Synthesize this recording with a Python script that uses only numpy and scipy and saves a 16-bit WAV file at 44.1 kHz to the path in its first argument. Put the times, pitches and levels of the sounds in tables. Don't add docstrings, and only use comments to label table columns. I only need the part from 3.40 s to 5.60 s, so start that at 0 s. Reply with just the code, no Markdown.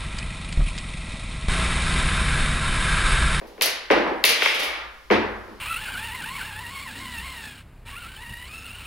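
import sys
import numpy as np
from scipy import signal
from scipy.fft import rfft, irfft
from scipy.io import wavfile
from scipy.ndimage import uniform_filter1d, minimum_filter1d

SR = 44100
rng = np.random.default_rng(int(sys.argv[2]) if len(sys.argv) > 2 else 0)


def int16_out(signal):
    q = np.round(np.clip(np.atleast_2d(signal).T, -1, 1) * 32767)
    wavfile.write(sys.argv[1], SR, q.astype(np.int16))


N = 97020
T = np.arange(N) / SR
HZ = np.fft.rfftfreq(N, 1 / SR)
LEAD_S = .0125
FLOOR_PAN_DB = 1.3

# frequency_hz, density_db
ROPE_SPECTRUM = [(40, -29), (170, -25.5), (270, -12), (480, -2.5), (800, -7.5), (1400, -7), (2100, 1.5),
                 (2900, 1), (3600, -0.5), (4400, 2), (6300, -4), (7400, -12), (8400, -13.5), (9500, -3.5),
                 (12500, -6), (15700, -12.5)]
HANDLE_SPECTRUM = [(40, -51), (190, -24), (370, -4.5), (1000, -6.5), (1600, -5.5), (2300, 1.5),
                   (2900, -2.5), (3500, -1.5), (4200, -10.5), (5100, -9), (6000, -15.5), (7600, -25.5),
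                   (10000, -21.5), (15700, -31.5)]
# spread_s, floor_cutoff_hz, ring_db, ring_width_octaves
ROPE_CONTACT = (.004, 3880, 4, 0.54)


def amp(db):
    return 10 ** (np.asarray(db) / 20)


def unit_rms(x):
    return x / np.sqrt(np.mean(abs(x) ** 2) + 1e-20)


def log_interp(points, hz):
    frequency_hz, value = np.transpose(points)
    return np.interp(np.log(hz + 1), np.log(frequency_hz), value)


def pan(db):
    return amp([[db], [-db]])


def add(mix, start_s, sound):
    part = mix[:, max(round(start_s * SR), 0):]
    part += sound[:, :part.shape[1]]


def minimum_phase(spectrum_db):
    cepstrum = irfft(np.log(unit_rms(amp(spectrum_db)) + 1e-7), N)
    cepstrum[1:N // 2] *= 2
    cepstrum[N // 2 + 1:] = 0
    return np.exp(rfft(cepstrum))


def noise_pair(size=N):
    # frequency_hz, correlation
    coherence = [(50, 1), (200, 0.67), (500, 1), (1200, 0.57), (4000, 0.36), (12000, 0.53)]
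    same = np.clip(log_interp(coherence, np.fft.rfftfreq(size, 1 / SR)), -.99, .99)
    mid, side = rfft(rng.standard_normal((2, size)))
    mid, side = mid * np.sqrt((1 + same) / 2), side * np.sqrt((1 - same) / 2)
    return np.array([mid + side, mid - side])


def burst(decay_s, size=2048):
    spray = irfft(noise_pair(size)) * np.exp(-T[:size] / decay_s)
    return rfft(unit_rms(spray) / np.sqrt(size), N)


def room_tone(hiss_db=-52.5, hum_hz=53, half_width_hz=5.8):
    # frequency_hz, density_db
    hiss_spectrum = [(25, -6.5), (38, -27), (53, -3), (70, -15.5), (130, -22.5), (400, -22.5),
                     (1000, -26.5), (2500, -27.5), (5000, -29.5), (8000, -42), (11000, -37.5),
                     (16000, -45.5)]
    # time_s, level_db
    hum_levels = [(0, -61), (.3, -63.5), (.6, -48), (.8, -49.5), (.9, -59), (1.15, -54.5), (1.38, -46),
                  (1.65, -62), (1.9, -42.5), (2.2, -55)]
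    hiss = unit_rms(irfft(noise_pair() * amp(log_interp(hiss_spectrum, HZ)), N))
    hum = unit_rms(irfft(noise_pair() / (1 + ((HZ - hum_hz) / half_width_hz) ** 2), N))
    swell = amp(np.interp(T, *np.transpose(hum_levels)))
    return amp(hiss_db) * hiss + swell * hum * pan(FLOOR_PAN_DB)


def hall(size=40960, build_s=.002, early_db=-8.5, early_s=.006):
    # frequency_hz, t60_s
    decay_times = [(60, 0.94), (200, 0.5), (530, 0.69), (1400, 0.96), (2400, 0.63), (3700, 0.58),
                   (6000, 0.43), (10000, 0.33), (15000, 0.22)]
    hz, t, bands = signal.stft(irfft(noise_pair(size)), SR, nperseg=256)
    decay = amp(-60 * t / log_interp(decay_times, hz)[:, None])
    tail = signal.istft(bands * decay, SR, nperseg=256)[1][:, :size]
    build_up = 1 - np.exp(-T[:size] / build_s)
    early_lift = np.sqrt(1 + amp(early_db) ** 2 * np.exp(-T[:size] / early_s))
    return rfft(unit_rms(tail * build_up * early_lift) / np.sqrt(size) * pan(db=.24), N)


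def floor_wave(cutoff_hz, travel_s=.0074, knee_hz=350, second_path_s=.0019, bass_hz=140):
    hz = HZ + 1
    chirp = np.exp(-4j * np.pi * travel_s * np.sqrt((hz + knee_hz) * 1000))
    paths = 1 + amp(-3) * np.exp(-2j * np.pi * hz * second_path_s)
    scatter = amp(-3) * burst(decay_s=.0078)
    lowpass = 1 / np.sqrt(1 + (hz / cutoff_hz) ** 8)
    bass_shelf = 1 + amp(8) / (1 + (hz / bass_hz) ** 4)
    return chirp * bass_shelf * (paths * lowpass + scatter * (lowpass + amp(-6.5)))


def blow(spectrum, contact, level_db, tilt_db_per_octave, ring_hz, floor_db, click_db):
    spread_s, floor_cutoff_hz, ring_db, ring_width_octaves = contact
    resonance_db = ring_db / (1 + (np.log2((HZ + 1) / ring_hz) / ring_width_octaves) ** 2)
    tilt_db = tilt_db_per_octave * np.log2(np.maximum(HZ, 200) / 1000)
    source = minimum_phase(log_interp(spectrum, HZ) + tilt_db + resonance_db)
    treble_lift = 1 + 1j * HZ / 6000
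    click = (.19 + burst(spread_s)) * treble_lift * pan(FLOOR_PAN_DB)
    air = (amp(click_db) * click + hall()) * np.exp(-2j * np.pi * HZ * LEAD_S)
    boards = amp(floor_db) * floor_wave(floor_cutoff_hz) * pan(FLOOR_PAN_DB)
    gain = amp(level_db) * np.sqrt(SR / 100)
    return gain * irfft(source * (air + boards), N)


def transients(events, spectrum, contact):
    out = np.zeros((2, N))
    for arrival_s, *settings in events:
        add(out, arrival_s - LEAD_S, blow(spectrum, contact, *settings))
    return out


def rattle(contacts_per_s=290, direct_db=-7):
    # time_s, level_db
    levels = [(.93, -30), (1.0, -19.5), (1.1, -20), (1.18, -21), (1.25, -26), (1.29, -57)]
    hits = rng.random(N) < contacts_per_s / SR
    clicks = unit_rms(hits * rng.uniform(.13, 1, N) * rng.choice([-1, 1], N))
    envelope = amp(np.interp(T, *np.transpose(levels), left=-200, right=-200))
    response = irfft(minimum_phase(log_interp(HANDLE_SPECTRUM, HZ)) * (hall() + amp(direct_db)), N)
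    return signal.fftconvolve((clicks * envelope)[None], response, axes=1)[:, :N]


def ticks():
    # arrival_s, level_db, tilt_db_per_octave, ring_hz, floor_db, click_db
    events = [(.072, -51, 2.5, 3000, -18, -12), (.2585, -21, -1.5, 12400, -25, -6),
              (.851, -27, -2, 12500, -25, 2), (.874, -15.5, -3.5, 4400, -18, -13.5),
              (.889, -5.5, -1.5, 2568, -32, -32), (1.031, -21.5, -1.5, 5000, -15, -10),
              (1.145, -27, -2, 10500, -26, -13), (1.192, -23, -2.5, 5530, -18, -14),
              (1.202, -24, -4, 11000, -12, -5), (1.231, -25.5, 2.5, 11000, -22, -20)]
    return transients(events, ROPE_SPECTRUM, ROPE_CONTACT)


def feet(boom_rise_s=.02):
    # arrival_s, level_db, tilt_db_per_octave, ring_hz,
    # floor_db, click_db, boom_db
    steps = [(.021, -35, -3.1, 616, -8.5, -8, -76), (.188, -39.5, -0.5, 460, -7, -12, -66),
             (0.5114, -9.5, 0.8, 543, -6, -9, -65), (.570, -18.5, -0.1, 338, -12, -36, -75),
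             (.674, -21.5, -1.1, 810, -7.5, -34, -70), (1.7107, -14, 0.5, 200, -7, -8.5, -51),
             (1.7205, -13.5, 0.2, 400, -6.5, -13, -40.5), (2.088, -37.5, -2.5, 390, -7.5, -10, -60)]
    # frequency_hz, density_db
    spectrum = [(40, -35), (140, -27), (205, -3), (255, -4), (310, 1.5), (500, -1.5), (680, -7),
                (860, -4.5), (1400, -9.5), (2100, -7), (3300, -16.5), (5500, -26.5), (7600, -45),
                (10500, -42.5), (15700, -55)]
    # spread_s, floor_cutoff_hz, ring_db, ring_width_octaves
    contact = (0.0023, 2930, 5.9, 0.31)
    # pitch_hz, level_db, t60_s
    modes = [(80.4, -6, 0.97), (93.3, 2.5, 1), (113.5, -0.5, .6), (202, 2.5, 0.81), (221, 11.5, 0.68)]
    ringing = sum(np.sin(2 * np.pi * hz * T) * amp(db - 60 * T / t60_s) for hz, db, t60_s in modes)
    boom = np.sqrt(2) * ringing * (1 - np.exp(-T / boom_rise_s)) * pan(FLOOR_PAN_DB)
    out = np.zeros((2, N))
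    for arrival_s, *settings, boom_db in steps:
        thud = blow(spectrum, contact, *settings) * pan(db=-.26)
        add(out, arrival_s - LEAD_S, thud + amp(boom_db) * boom)
    return out


def handle_knocks():
    # arrival_s, level_db, tilt_db_per_octave, ring_hz, floor_db, click_db
    events = [(1.0295, -11.5, 2, 2400, 4, -24), (1.068, -13.5, 2, 2270, 6.5, -24)]
    # spread_s, floor_cutoff_hz, ring_db, ring_width_octaves
    contact = (0.0072, 2195, 4.4, 0.32)
    return transients(events, HANDLE_SPECTRUM, contact)


def rope_slaps():
    # arrival_s, level_db, tilt_db_per_octave, ring_hz, floor_db, click_db
    events = [(.2206, -11.5, 0.15, 563, -8.5, -10.5), (.8497, -4, -0.05, 2770, -2.5, -13)]
    return transients(events, ROPE_SPECTRUM, ROPE_CONTACT)


def scene():
    # frequency_hz, left_lead_rad
    port_phase = [(50, -0.25), (130, -1.05), (260, -0.82), (550, -0.97), (1600, -0.61), (3600, -0.52),
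                  (15000, -0.023)]
    mix = rope_slaps() + handle_knocks() + ticks() + feet() + rattle() + room_tone()
    phase_shift = np.exp(.5j * log_interp(port_phase, HZ) * np.array([[1], [-1]]))
    return irfft(rfft(mix) * phase_shift, N)


def record(dry, ceiling_db=-1.5, hold_s=.21, recover_db_per_s=38, edge_hz=15900):
    over_db = np.maximum(20 * np.log10(abs(dry).max(0) + 1e-9) - ceiling_db, 0)
    hold = 2 * round(hold_s * SR / 2) + 1
    held_db = -minimum_filter1d(-over_db, hold, origin=hold // 2, mode="constant")
    recovery_db = T * recover_db_per_s
    duck_db = uniform_filter1d(np.maximum.accumulate(held_db + recovery_db) - recovery_db, size=24)
    lowpass = signal.firwin(401, edge_hz, window=("kaiser", 8), fs=SR)
    return signal.oaconvolve(dry * amp(-duck_db), lowpass[None], "same")


dry = scene()
out = record(dry)
int16_out(out)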